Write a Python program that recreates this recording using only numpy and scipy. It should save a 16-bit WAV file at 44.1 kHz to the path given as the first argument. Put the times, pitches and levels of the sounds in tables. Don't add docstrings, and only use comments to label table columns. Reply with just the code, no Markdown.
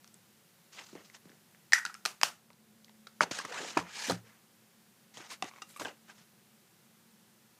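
import sys
import numpy as np
from scipy import signal
from scipy.fft import rfft, irfft, next_fast_len
from scipy.io import wavfile
from scipy.ndimage import uniform_filter1d, map_coordinates

SR = 44100
rng = np.random.default_rng(int(sys.argv[2]) if len(sys.argv) > 2 else 0)


def field_ratio(decibels):
    return 10 ** (np.asarray(decibels, dtype=float) / 20)


def dump(signal):
    limited = np.clip(np.atleast_2d(signal).T, -1, 1)
    pcm = np.round(limited * 32767).astype(np.int16)
    wavfile.write(sys.argv[1], SR, pcm)


N = 334763

# start_s, peak_db, treble_db, t60_s, pitch_factor
TICK_HITS = [(.044, -50, 9, 0.0027, 0.68), (.076, -59, 15, 0.0078, 0.76), (.142, -57, 13.5, .0054, 1.8),
             (.975, -48, -20, .0067, 1), (1.004, -62, -20, 0.0055, 1.0), (1.099, -45, -6, 0.0036, 1.05),
             (1.294, -50, -9, 0.0033, 0.89), (1.317, -52, -15, .005, 0.94), (1.547, -49, -25, 0.0074, 0.99),
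             (2.503, -43.5, -10, 0.0063, 0.49), (2.531, -68.5, 15, 0.0065, .91),
             (2.845, -64.5, 19.5, 0.0073, .71), (2.881, -52, -6, 0.01, 1.05), (2.894, -51, 2, 0.0082, 0.36),
             (3.069, -39.5, 1.5, 0.021, 0.68)]
ELBOW_HITS = [
    (.929, -44.5, -22, 0.031, 0.68),
    (.952, -33, -18, 0.01, 0.94),
    (1.255, -46, -14, 0.014, 0.82),
    (1.299, -46.5, -6, 0.0084, 0.93),
    (1.329, -59, -14, 0.019, 0.51),
]
JAR_HITS = [
    (1.722, -18.5, -7.5, .005, 0.95),
    (1.7295, -25.5, -0.5, .0092, 0.47),
    (1.733, -4.5, -5.5, .007, 0.97),
    (1.752, -27, -15, .0089, 0.73),
    (1.781, -27, -8.5, .021, 0.78),
]
LID_HITS = [
    (1.851, -23, -2.5, 0.011, 0.98),
    (1.862, -27, -13, 0.014, 1.1),
    (1.897, -37.5, -30, 0.012, 0.89),
    (1.942, -39, 5.5, 0.0022, 1.1),
    (1.95, -36.5, -21.5, .0066, 0.93),
]
CAP_HITS = [
    (2.052, -19.5, -0.61, 0.012, 0.99),
    (2.0585, -19, 2.5, 0.0083, 0.9),
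    (2.2135, -22.5, -2, 0.008, .8),
    (2.232, -6.5, -1, 0.012, 0.97),
]
CASE_EDGE_HITS = [
    (3.2075, -6, -17, 0.0016, 0.864),
]
CASE_HITS = [
    (3.232, -20, -6, 0.017, 0.62),
    (3.311, -34, 5, 0.027, 0.6),
    (3.387, -28.5, -1.5, 0.013, 1.25),
    (3.45, -32, -4, 0.015, 1.25),
    (3.773, -14.5, -12, 0.012, 0.969),
    (3.79, -22.5, -13.5, 0.006, 0.85),
    (4.106, -23.5, -20, 0.022, 0.48),
]
CASE_FLAT_HITS = [
    (3.221, -33, -13, .01, 1),
    (4.085, -39, 6, 0.019, 0.45),
    (4.0965, -22.5, 0, 0.018, 0.67),
    (4.119, -28, -5, 0.018, 0.92),
]
PILE_HITS = [
    (5.171, -36, -6, .008, 1.17),
    (5.7975, -36, 0, 0.0052, 1.55),
    (5.818, -32.5, -28, 0.014, 0.56),
    (5.849, -31.5, -8, 0.0046, 1.24),
    (5.855, -30, -15, 0.0025, 0.976),
    (5.883, -41, -7, 0.0039, 1.0),
    (6.093, -60, -9.5, 0.015, 0.98),
    (6.119, -57.5, -12.5, 0.014, 0.88),
    (6.198, -69, -6, .015, 0.88),
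]
TUBE_HITS = [
    (5.423, -20.5, -8.5, 0.0097, 0.97),
    (5.443, -42, 3, 0.0027, 0.94),
    (5.619, -35, -1.5, 0.034, 1.0),
]
ROLL_HITS = [
    (5.762, -38, -14, .006, 1.03),
    (5.773, -44, -6, .006, 1.1),
]

# centre_hz, width_hz, level_db
TICK_BODY = [(1950, 260, 0), (3850, 1300, -18)]
ELBOW_BODY = [(510, 200, 5), (905, 340, -7.5)]
JAR_BODY = [(850, 300, -30), (1520, 160, -14), (1915, 130, 7), (2229, 150, -12), (3200, 700, -34)]
LID_BODY = [(840, 99, -11.5), (1469, 112, 5.5), (2600, 270, -8), (3730, 890, -14.5)]
CAP_BODY = [(800, 320, 1), (1370, 500, 5.5), (2900, 640, 6.5), (3980, 900, -2.5)]
CASE_BODY = [(620, 360, 3), (764, 66, 6.2), (971, 200, 2), (1640, 500, 2.94), (2610, 120, 1.9)]
PILE_BODY = [(830, 410, 0.5), (1620, 100, 2.9), (2740, 200, 2)]
TUBE_BODY = [(797, 42, -5.5), (1227, 113, -5.5), (1970, 160, -14), (2740, 100, -4.5), (3780, 240, -9)]
ROLL_BODY = [(1100, 180, 12), (1820, 310, -3), (2240, 200, 9.5), (3760, 330, -2)]
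# centre_hz, width_hz, level_db
THIN_SHELL = [(3960, 260, -2), (5010, 450, 4.5), (6000, 580, 4.5), (7600, 1700, -1.5), (10600, 2200, -9.5),
              (13200, 2500, -15.5)]
TICK_SHELL = [(5390, 2100, 0.5), (7440, 2000, -9)]
CAP_SHELL = [(4700, 1100, 5.5), (6004, 2000, 5.5), (8856, 3300, -1.5), (12600, 6000, -9)]
# centre_hz, width_hz, level_db
DESK_TOP = [(110, 14, -3.5), (170, 17, 4), (285, 290, -1), (504, 390, -1.5)]
DESK_FRAME = [(66, 14, -16), (87, 7, -5), (118, 8, -8), (176, 8, 2)]
DRAG_BODY = [(870, 51, -7), (1685, 110, 2), (2370, 200, -7)]

# freq_hz, density_db
RUB_SPECTRUM = [(290, -32), (500, -8), (755, -4), (835, -4), (1140, -5), (1260, -1.5), (1580, -3.5),
                (1950, -3), (3200, -11), (4160, -30), (7040, -120)]
FIZZ_SPECTRUM = [(1650, -34), (2800, -2.5), (3300, -1.5), (3780, 2), (4960, 3), (6660, 3), (9590, -10),
                 (12500, -21.5), (15500, -33)]
CLOTH_SPECTRUM = [(5000, -40), (7500, -4), (9500, -6), (13000, -11.5), (15500, -17), (17000, -60)]
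AIR_SPECTRUM = [(15, -73), (25, -48), (84, -23), (108, -11), (217, -4.5), (285, -20), (326, -12.5),
                (545, -19), (677, -21), (734, -18), (1190, -20), (1440, -19), (2690, -21.5), (14800, -25),
                (16000, -35)]
# freq_hz, t60_s
ROOM_DECAY = [(200, 0.23), (1000, 0.25), (4000, 0.2), (12000, 0.24)]

# time_s, level_db
HUM_LEVEL = [(0, -86), (1, -74), (2.3, -78), (2.6, -68.5), (2.9, -63), (3.2, -67), (4.4, -74), (5.5, -75),
             (6.1, -70), (6.7, -80), (7.2, -69.5), (7.59, -77)]
# pitch_hz, level_db
FAINT_TONES = [(549, -89.5), (721, -92.5)]
# time_s, change_db
HISS_DUCK = [(2.2, 0.5), (2.5, -2.5), (3.2, 0)]
# start_s, level_db
FRAME_BLOWS = [
    (.955, -60),
    (3.21, -55),
    (3.778, -39),
    (4.106, -36),
]
# time_s, level_db
DRAG_LEVEL = [(3.85, -71), (3.95, -50.5), (4.05, -43.5), (4.09, -41.5), (4.12, -83)]
# peak_s, level_db, rise_20db_s, fall_20db_s, treble_db
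LIGHT_STROKES = [(.728, -62, .01, .35, 6), (.8, -50.5, .06, .055, -7), (1.055, -65.5, .035, .05, 3),
                 (1.152, -55, .02, .026, 0), (3.23, -35, .02, .021, -3), (3.335, -49, .022, .15, 5),
                 (3.388, -43, .055, .04, 0), (3.506, -49, .04, .15, -6), (3.582, -44.5, .12, .1, -5),
                 (3.705, -50.5, .24, .045, 3), (3.765, -52, .1, .02, -5), (3.86, -54.5, .08, .15, -11),
                 (3.96, -51.5, .055, .17, 4), (4.07, -46.5, .17, .06, 6), (3.44, -52, .04, .06, -9),
                 (4.12, -52, .03, .07, 2), (4.26, -64, .02, .22, -6), (5.143, -59, .007, .08, 4),
                 (5.205, -53.5, .03, .06, -3), (5.255, -54.5, .045, .045, -3),
                 (5.318, -45.5, .028, .045, 0), (5.485, -53.5, .045, .022, 0), (5.59, -63, .12, .03, -4),
                 (5.701, -68, .04, .3, 4), (6.1, -56.5, .04, .04, -2), (6.195, -65.5, .07, .06, 2)]
# peak_s, level_db, rise_20db_s, fall_20db_s, treble_db
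PRESSED_STROKES = [(.96, -60, .012, .12, -9), (3.213, -33, .003, .016, -5), (3.314, -39, .005, .014, 2),
                   (3.775, -32, .003, .014, -8), (5.175, -57.5, .006, .05, 3), (5.44, -47, .008, .03, -15),
                   (5.799, -49, .006, .06, 1), (5.852, -50, .01, .08, -5), (4.15, -57.5, .02, .06, -18),
                   (3.453, -50, .012, .015, 1), (1.32, -73, .15, .1, -3), (3.262, -59, .015, .1, -14),
                   (3.63, -52, .1, .1, .6), (3.787, -44, .005, .05, -3), (4.104, -40, .016, .033, 0),
                   (5.82, -51, .015, .05, -3)]
# peak_s, level_db, rise_20db_s, fall_20db_s
CUFF_STROKES = [
    (4.04, -55, .09, .14),
    (4.104, -48, .04, .05),
    (5.32, -52, .03, .045),
    (5.702, -59, .035, .07),
    (5.772, -52, .015, .015),
    (5.802, -50, .01, .07),
]
# start_s, peak_db,
# pitch_hz, t60_s
SINGLE_RINGS = [(.975, -54, 1900, 0.016), (1.735, -37, 1907, .4), (1.736, -34, 1807, 0.2),
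                (1.739, -19, 5820, 0.014), (1.741, -39, 1510, 0.19), (3.336, -39, 1510, .015),
                (3.388, -31, 1620, .03), (3.39, -34, 4870, .015), (3.4, -31.5, 1100, 0.01),
                (3.449, -32, 1150, 0.016), (3.512, -41, 472, 0.034), (3.568, -42, 1350, .02),
                (3.577, -39, 2600, 0.032), (3.604, -41, 443, 0.023), (3.63, -40, 320, 0.025),
                (3.647, -37, 740, 0.013), (3.769, -20.5, 324, 0.018), (3.771, -16, 960, 0.025),
                (3.772, -25, 2400, 0.017), (3.773, -32, 1740, 0.034), (3.785, -34, 472, 0.023),
                (3.812, -39.5, 1070, 0.025), (4.082, -33, 247, .06), (4.096, -25, 493, 0.019),
                (4.1, -27.5, 780, 0.029), (4.104, -31, 277, 0.076), (4.107, -34.5, 180, 0.17),
                (4.111, -38, 114, .36), (4.24, -59, 465, .05), (5.316, -41, 1080, .035),
                (5.48, -54, 760, .03), (5.797, -42, 1140, 0.018), (5.797, -43, 2700, .02),
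                (5.81, -35, 1020, 0.016), (5.819, -39, 478, 0.025), (5.849, -36, 1600, 0.025),
                (5.854, -34, 1575, .025), (5.855, -36.5, 3000, .02), (5.865, -54, 1680, 0.018),
                (5.872, -41, 804, 0.017), (5.883, -39, 2900, 0.016), (5.91, -51, 550, 0.026),
                (3.209, -27, 594, .05), (3.79, -44, 179, .3), (2.058, -39.5, 384, 0.018),
                (2.503, -54, 1057, 0.0267), (1.861, -35, 4540, .02), (6.097, -49, 1600, .03),
                (5.424, -31, 1950, .014), (5.62, -43, 2790, .045), (5.625, -45, 1280, .035),
              (5.762, -44, 1170, .035), (5.772, -50, 2700, .025), (5.71, -60, 2300, .03),
              (5.74, -60, 2400, .04), (5.2, -47, 340, .05), (5.443, -46, 2800, .02),
              (5.492, -52, 4200, .015), (5.426, -31, 760, .04)]
# time_s, pitch_hz, level_db
SCRAPE_GLIDE = [
    (3.48, 450, -55),
    (3.515, 597, -51.5),
    (3.55, 1048, -48.5),
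    (3.59, 1594, -45.5),
    (3.615, 1690, -60),
]


def unit(x):
    return x / np.sqrt(np.mean(x ** 2) + 1e-20)


def along(points, hz):
    f, v = np.transpose(points)
    return np.interp(np.log(hz + 1), np.log(f + 1), v)


def curves(rows, outside=None):
    s, *columns = np.transpose(rows)
    return [np.interp(np.arange(N) / SR, s, c, outside, outside) for c in columns]


def wobble(rate_hz):
    knots = rng.standard_normal(int(N * rate_hz / SR) + 4)
    return map_coordinates(knots, [np.arange(N) * rate_hz / SR])


def filtered(x, response):
    m = next_fast_len(len(x) + 4096, True)
    return irfft(rfft(x, m) * response(np.fft.rfftfreq(m, 1 / SR)), m)[:len(x)]


def modes(table, factor=1, scattered=False):
    def response(f):
        peaks = []
        for k, (centre, width, db) in enumerate(table):
            damping = 1j * f * width
            peaks.append((-1) ** k * field_ratio(db) * damping / ((centre * factor) ** 2 - f * f + damping))
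        return np.linalg.norm(peaks, axis=0) if scattered else sum(peaks)
    return response


def coloured(x, spectrum):
    return unit(filtered(x, lambda hz: field_ratio(along(spectrum, hz))))


def reverberation(x):
    hz, t, z = signal.stft(rng.standard_normal(SR // 3), SR, nperseg=256)
    wall_s = 0.05
    swell_db = 4 * np.exp(-((t - wall_s) / 0.004) ** 2)
    decay_db = -60 * t / along(ROOM_DECAY, hz)[:, None]
    tail = signal.istft(z * field_ratio(swell_db + decay_db), SR, nperseg=256)[1]
    return signal.fftconvolve(x, tail / np.linalg.norm(tail))[:SR // 3]


def landing(table, thud_db):
    return [(*row, thud_db) for row in table]


def contacts(table, body, wet_db, shell=THIN_SHELL):
    out, t = np.zeros(N + SR), np.arange(SR // 8) / SR
    rise_s = .0007
    blow = np.eye(1, len(t), round(rise_s * SR))[0]
    for s, db, treble_db, t60, factor, thud_db in table:
        rattle = field_ratio(-60 * t / t60) * (1 - np.exp(-t / rise_s)) * rng.standard_normal(len(t))
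        # level_db, share of blow, resonances, pitch scale, low_hz, high_hz
        parts = [(0, .8, body, factor, 450, 4000),
                 (treble_db, .1, shell, factor ** 0.54, 2500, 13000),
                 (thud_db, 1.5, DESK_TOP, 1, 40, 1500)]
        hit = spread = 0
        for part_db, firm, peaks, scale, low_hz, high_hz in parts:
            band = lambda f: f / (f - 1j * low_hz) / (1 + 1j * f / high_hz) ** 2
            force = rattle + firm * np.linalg.norm(rattle) * blow
            part = filtered(force, lambda f: modes(peaks, scale)(f) * band(f))
            part = field_ratio(part_db) * part / np.max(np.abs(part))
            hit = hit + part
            grid_hz = np.linspace(0, SR / 2, 2049)
            all_round = unit(abs(modes(peaks, scale, True)(grid_hz) * band(grid_hz)))
            spread = np.hypot(spread, np.std(part) * all_round)
        heard = filtered(np.roll(blow, 200), lambda f: np.interp(f, grid_hz, spread) * np.sqrt(len(t)))
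        start = round(s * SR)
        out[start:][:len(t)] += field_ratio(db) * hit
        out[start:][:SR // 3] += field_ratio(db + wet_db) * reverberation(heard)
    return out[:N]


def strokes(rows, over_db=0):
    s, db, rise, fall = np.transpose([row[:4] for row in rows])[:, :, None]
    t = np.arange(0, N + 16, 16) / SR
    away = np.maximum((s - t) / rise, (t - s) / fall)
    trim_db, roundness = -0.5, 1.6
    level_db = db + np.reshape(over_db, (-1, 1)) + trim_db - 20 * away ** roundness
    level = np.linalg.norm(field_ratio(np.maximum(level_db, -200)), axis=0)
    return np.interp(np.arange(N) / SR, t, level)


def patchy(x, depth_db):
    z = signal.stft(x, nperseg=256)[2]
    field = uniform_filter1d(rng.standard_normal(z.shape), 4, 0)
    field = uniform_filter1d(field, 8, 1)
    return signal.istft(z * field_ratio(depth_db * unit(field)), nperseg=256)[1][:N]


def grit(rate, spread_db):
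    sizes = field_ratio(spread_db * rng.standard_normal(N)) * rng.standard_normal(N)
    slips = (rng.random(N) < rate / SR) * sizes
    clumps = field_ratio(1.8 * wobble(120))
    smooth = 1.2 * rng.standard_normal(N)
    return patchy((unit(slips) + smooth) * clumps, depth_db=1.6)


def room_tone():
    air = filtered(rng.standard_normal(N), lambda hz: field_ratio(along(AIR_SPECTRUM, hz)))
    low = filtered(air, lambda hz: 1 / (1 + (hz / 700) ** 4))
    rumble = field_ratio(-69 + 0.6 * wobble(4.5)) * unit(low)
    hiss = field_ratio(-67 + curves(HISS_DUCK)[0]) * unit(air - low)
    hum_phase = 2 * np.pi * np.cumsum(221 + 5 * wobble(29)) / SR
    hum = np.sin(hum_phase) * field_ratio(curves(HUM_LEVEL)[0] + 2 + wobble(21))
    t = np.arange(N) / SR
    tones = sum(field_ratio(db + 6 + 2.5 * wobble(3.4)) * np.sin(2 * np.pi * hz * t) for hz, db in FAINT_TONES)
    return rumble + hiss + hum + tones


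def small_ticks():
    return contacts(landing(TICK_HITS, thud_db=-15), TICK_BODY, wet_db=-11.5, shell=TICK_SHELL)


def slides():
    moves = LIGHT_STROKES + PRESSED_STROKES
    rub = strokes(moves)
    fizz = strokes(moves, [row[-1] for row in moves])
    board = np.hypot(strokes(LIGHT_STROKES, -12), strokes(PRESSED_STROKES, 4.5))
    friction = grit(rate=3800, spread_db=1.5)
    dry = rub * coloured(friction, RUB_SPECTRUM) + fizz * coloured(friction, FIZZ_SPECTRUM)
    dry = dry + field_ratio(curves(DRAG_LEVEL, -120)[0]) * unit(filtered(friction, modes(DRAG_BODY)))
    dry = dry + board * unit(filtered(grit(rate=1400, spread_db=1.5), modes(DESK_TOP)))
    tail = reverberation(np.eye(1, SR // 3)[0])
    return dry + field_ratio(-19) * signal.fftconvolve(dry, tail)[:N]


def elbow():
    return contacts(landing(ELBOW_HITS, thud_db=3), ELBOW_BODY, wet_db=-17)


def frame():
    blows, push = np.zeros(N), np.hanning(SR // 200)
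    for s, db in FRAME_BLOWS:
        blows[round(s * SR):][:len(push)] = field_ratio(db) * push
    return 3 * filtered(blows, modes(DESK_FRAME))


def pings():
    out, t = np.zeros(N + SR), np.arange(SR // 3) / SR
    rise_cycles, wet_db = 1.2, -13.5
    for s, db, hz, t60 in SINGLE_RINGS:
        shape = field_ratio(-60 * t / t60) * (1 - np.exp(-t * hz / rise_cycles))
        ring = shape / shape.max() * np.sin(2 * np.pi * hz * t)
        out[round(s * SR):][:len(t)] += field_ratio(db) * (ring + field_ratio(wet_db) * reverberation(ring))
    return out[:N]


def jar():
    snap = contacts(landing(JAR_HITS, thud_db=-59.5), JAR_BODY, wet_db=-7)
    return filtered(snap, lambda hz: (1j * hz / (1j * hz + 800)) ** 2 * field_ratio(1))


def lid():
    return contacts(landing(LID_HITS, thud_db=-30), LID_BODY, wet_db=-8)


def cap():
    return contacts(landing(CAP_HITS, thud_db=-28.5), CAP_BODY, wet_db=-10, shell=CAP_SHELL)


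def case():
    corner = landing(CASE_EDGE_HITS, thud_db=-32)
    bounces = landing(CASE_HITS, thud_db=-14.5)
    flat = landing(CASE_FLAT_HITS, thud_db=-1.5)
    return contacts(sorted(bounces + corner + flat), CASE_BODY, wet_db=-20)


def scrape():
    hz, db = curves(SCRAPE_GLIDE)
    t = np.arange(N) / SR
    sounding = (t > SCRAPE_GLIDE[0][0]) * (t < SCRAPE_GLIDE[-1][0])
    width_hz = 330
    turn = 2 * np.pi * np.cumsum(hz) / SR
    noise = wobble(width_hz) * np.sin(turn) + wobble(width_hz) * np.cos(turn)
    return field_ratio(db) * sounding * unit(noise)


def sleeve():
    return strokes(CUFF_STROKES, -1.4) * coloured(grit(rate=5700, spread_db=8), CLOTH_SPECTRUM)


def pile():
    return contacts(landing(PILE_HITS, thud_db=-10), PILE_BODY, wet_db=-5)


def tube():
    return contacts(landing(TUBE_HITS, thud_db=-14.5), TUBE_BODY, wet_db=-11)


def rolling_tube():
    first_s, rib_gap_s, rib_db = 5.5125, .024, -44
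    ribs = [(first_s + rib_gap_s * k, rib_db, -20, .0015, 1) for k in range(4)]
    return contacts(landing(ribs + ROLL_HITS, thud_db=-21), ROLL_BODY, wet_db=-5)


def scene():
    room = room_tone()
    near = small_ticks() + slides() + elbow() + pings()
    near = near + jar() + lid() + cap() + case() + scrape()
    near = near + sleeve() + pile() + tube() + rolling_tube()
    radiated = filtered(near, lambda hz: (1j * hz / (1j * hz + 100)) ** 3)
    return (radiated + frame() + room)[None]


def band_limit(x):
    return signal.sosfilt(signal.butter(12, 16460, fs=SR, output="sos"), x)


def record(dry):
    cut = filtered(dry[0], lambda hz: 1 / (1 + (hz / 15450) ** 120))
    return band_limit(cut[None])


dry = scene()
out = record(dry)
dump(out)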